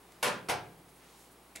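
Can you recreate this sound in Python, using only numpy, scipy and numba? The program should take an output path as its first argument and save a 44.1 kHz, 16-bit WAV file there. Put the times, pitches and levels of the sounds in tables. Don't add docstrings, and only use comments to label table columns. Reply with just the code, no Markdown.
import sys
import numpy as np
from scipy import signal
from scipy.fft import rfft, irfft
from scipy.io import wavfile
from numba import njit

SR = 44100
rng = np.random.default_rng(int(sys.argv[2]) if len(sys.argv) > 2 else 0)


def generate_wav(signal):
    frames = np.transpose(np.atleast_2d(signal))
    scaled = np.clip(frames, -1, 1) * 32767
    pcm = np.round(scaled).astype(np.int16)
    wavfile.write(sys.argv[1], SR, pcm)


N = 70560

# frequency in Hz, side minus mid in dB.
CONTACT_WIDTH = [(60, -36), (130, -14.5), (380, -11.5), (700, -8.5), (1290, -5.5), (2380, -8), (4400, -8),
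                 (8120, -9), (15000, -21)]
# frequency in Hz, side minus mid in dB.
AMBIENT_WIDTH = [(60, -32), (110, -10), (200, -24), (380, -16.5), (700, -13), (1290, -7.5), (2380, -7),
                 (4400, -6.5), (8120, -12.5), (15000, -32)]


def undb(db):
    return 10 ** (np.asarray(db) / 20)


def on_bins(points):
    hz, value = np.array(points, float).T
    return np.interp(np.log(np.arange(N // 2 + 1) * SR / N + 1), np.log(hz), value)


def stereo(colour, width, side_db=0, source=None):
    if source is None:
        source = rng.standard_normal((2, N))
    mid, side = rfft(source) * undb(on_bins(colour))
    side = side * undb(on_bins(width) + side_db)
    return np.array([mid + side, mid - side]) / np.std(irfft(mid, N))


def fade(start, rise, t60):
    age = np.maximum(np.arange(N) / SR - start, 0)
    return (1 - np.exp(-age / rise)) * np.exp(-np.log(1000) * age / t60)


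def room_tone(noise_db=-60):
    # frequency in Hz, relative level in dB.
    colour = [(25, -14), (60, -14), (95, -12.5), (130, -2), (180, -4), (250, 0), (370, 1.5), (580, -4.5),
              (800, -1), (1400, -10.5), (2100, -11), (6400, -20), (10100, -15.5), (13900, -20),
              (15500, -39)]
    # frequency in Hz, level in dB.
    tones = [(60, -72), (120, -80.5), (180, -73), (15734, -77)]
    turn = 2 * np.pi * np.arange(N) / SR
    hum = sum(np.sqrt(2) * undb(db) * np.sin(hz * turn + 2 * np.pi * rng.random()) for hz, db in tones)
    return undb(noise_db) * irfft(stereo(colour, AMBIENT_WIDTH), N) + hum


def simmer(level_db=-69, pops_per_s=1500):
    # frequency in Hz, relative level in dB.
    colour = [(300, 3), (1200, 13), (3000, -12.5), (6000, -5), (11000, -2.5), (15000, -19)]
    pops = rng.standard_normal((2, N)) * (rng.random((2, N)) < pops_per_s / SR)
    return undb(level_db) * irfft(stereo(colour, AMBIENT_WIDTH, source=pops), N)


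def grip_swishes(rolloff_hz=13100):
    # peak time and spread in seconds,
    # level in dB, centre in Hz, spread in octaves.
    moves = [(0.172, 0.11, -68.5, 1520, 1.4), (0.897, 0.0092, -66, 9000, 0.88),
             (0.966, 0.024, -66.5, 9900, 0.32), (1.043, 0.038, -65.5, 1470, 1.1),
             (1.143, 0.11, -65, 4500, 1.3), (1.217, 0.036, -63.5, 9250, 0.85),
             (1.325, 0.0092, -64, 10000, 0.46)]
    t, hz, out = np.arange(N) / SR, np.geomspace(100, 16000, num=40), 0
    for at, spread, db, centre, octaves in moves:
        band = np.exp(-.5 * (np.log2(hz / centre) / octaves) ** 2)
        band_db = 20 * np.log10(band / np.hypot(1, (hz / rolloff_hz) ** 10))
        hiss = irfft(stereo(list(zip(hz, band_db)), AMBIENT_WIDTH), N)
        swell = np.exp(-.5 * ((t - at) / spread) ** 2)
        out += undb(db) * hiss * swell
    return out


def kitchen_tail(start, colour, build_s=0.0042, bass_late_s=0.014, bass_hz=248):
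    # frequency in Hz, time to fall 60 dB in seconds.
    decays = [(60, 1.1), (150, 0.96), (300, .8), (700, 0.4), (1800, 0.4), (4800, 0.31), (9500, 0.21),
              (14000, 0.16)]
    echoes, out = stereo(colour, CONTACT_WIDTH), 0
    for hz, t60 in decays:
        band = on_bins([(centre, centre == hz) for centre, _ in decays])
        rise = build_s + bass_late_s / (1 + (hz / bass_hz) ** 2)
        out += irfft(echoes * band, N) * fade(start, rise, t60)
    return out


def wire_rattle(start, rise, colour, t60):
    return irfft(stereo(colour, CONTACT_WIDTH, side_db=-6.5), N) * fade(start, rise, t60)


def metal_ring(start, rise, modes):
    turn, out = 2 * np.pi * np.arange(N) / SR, 0
    for hz, t60, db in modes:
        half_turns, skew = rng.uniform(-1.16, 1, 2)
        phase = np.pi * half_turns + skew * np.array([[.5], [-.5]])
        out += np.sqrt(2) * undb(db) * fade(start, rise, t60) * np.sin(hz * turn + phase)
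    return out


def frame_clicks(rise_s=0.00054, tail_db=-17.5):
    # start in seconds, level in dB, ring relative to the tick in dB.
    clicks = [(.12, -51, -28), (1.5535, -50, 3), (1.5562, -40, -18), (1.559, -34.5, -23), (1.569, -44, 1.5)]
    # frequency in Hz, relative level in dB.
    colour = [(100, -7), (300, -10), (680, 2.5), (1050, -18), (1700, -2.5), (2500, -4.5), (3100, -7.5),
              (3700, -0.5), (4400, -8.5), (5400, -9), (7800, -2.5), (11500, -8.5), (13500, -20),
              (15500, -21)]
    # frequency in Hz, time to fall 60 dB in seconds, relative level in dB.
    modes = [(1950, 0.057, -11), (2130, 0.14, -14), (2310, 0.11, -13), (2250, 0.077, -12), (2670, .09, -11)]
    out = 0
    for start, db, ring_db in clicks:
        tick = wire_rattle(start, rise_s, colour, t60=0.026)
        tail = undb(tail_db) * kitchen_tail(start, colour)
        ring = undb(ring_db) * metal_ring(start, rise_s, modes)
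        out += undb(db) * (tick + tail + ring)
    return out


def sieve_knocks(ring_db=2, ring_rise_s=0.011):
    # start in seconds, level in dB, rattle rise in seconds,
    # rattle relative to the room tail in dB.
    knocks = [
        [(.2268, -25, .0012, -1), (.2335, -25, 0.0012, -7)],
        [(.4855, -33, 0.0024, 4), (.497, -30.5, 0.00013, 3.5)],
    ]
    # frequency in Hz, relative level in dB.
    colours = [
        [(50, -44), (90, -30), (140, -13.5), (325, -19), (480, -9.5), (700, -8.5), (1250, -8.5), (2270, -13),
         (3200, -13.5), (4300, -17.5), (7000, -20), (10800, -16.5), (12200, -25), (14000, -24), (15500, -39)],
        [(50, -37), (90, -16.5), (140, -6.5), (260, -18), (400, -8.5), (600, -10), (800, 1.5), (1100, -9),
         (1400, -7.5), (1720, -15), (2200, -9), (3000, -14), (4200, -17.5), (5300, -16.5), (6400, -20),
         (7200, -24), (8600, -20), (9700, -19), (10600, -18.5), (11800, -28), (13000, -25.5), (15500, -38)],
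    ]
    # frequency in Hz, time to fall 60 dB in seconds,
    # relative level in dB in the first knock and in the second.
    metal_modes = [(383, 0.64, -20, -23.5), (429, 0.6, -21, -28), (489.8, 0.2, -1, -4),
                   (585.7, 0.25, -4, -13), (715, 0.4, -34, -6.5), (730, 0.14, -20, -3.5),
                   (897, 0.33, -10.5, -19), (1008, 0.51, -16.5, -22), (1045, 0.19, -32, -13.5),
                   (1164, 0.4, -22, -16.5), (1347, 0.31, -25, -15.5), (1427, 0.54, -19.5, -22),
                   (1538, 0.36, -34, -18), (1623, 0.44, -16.5, -16), (1770, 0.4, -13, -28),
                   (2092, 0.15, -15, -8.5), (2260, 0.13, -2, -43), (2530, 0.5, -23.5, -44),
                   (2705, 0.27, -16, -23)]
    out = 0
    for k, (contacts, colour) in enumerate(zip(knocks, colours)):
        for start, db, rise, rattle_db in contacts:
            mesh = undb(rattle_db) * wire_rattle(start, rise, colour, t60=0.12)
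            out += undb(db) * (mesh + kitchen_tail(start, colour))
        start, db = max(contacts, key=lambda row: row[1])[:2]
        modes = [(hz, t60, levels[k]) for hz, t60, *levels in metal_modes]
        out += undb(db + ring_db) * metal_ring(start, ring_rise_s, modes)
    return out


def scene():
    return sieve_knocks() + frame_clicks() + grip_swishes() + simmer() + room_tone()


@njit
def follow(x, attack_s, release_s):
    out, level = np.empty(len(x)), 0.
    for i in range(len(x)):
        level += (x[i] - level) / (SR * (attack_s if x[i] > level else release_s))
        out[i] = level
    return out


def record(dry, limit_db=-23.5, ratio=14, top_hz=16000):
    level = follow(np.abs(dry).mean(axis=0), attack_s=0.00033, release_s=0.01)
    gain = np.maximum(level / undb(limit_db), 1) ** (1 / ratio - 1)
    lowpass = signal.ellip(10, .2, 80, top_hz, fs=SR, output="sos")
    return signal.sosfilt(lowpass, dry * gain)


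dry = scene()
out = record(dry)
generate_wav(out)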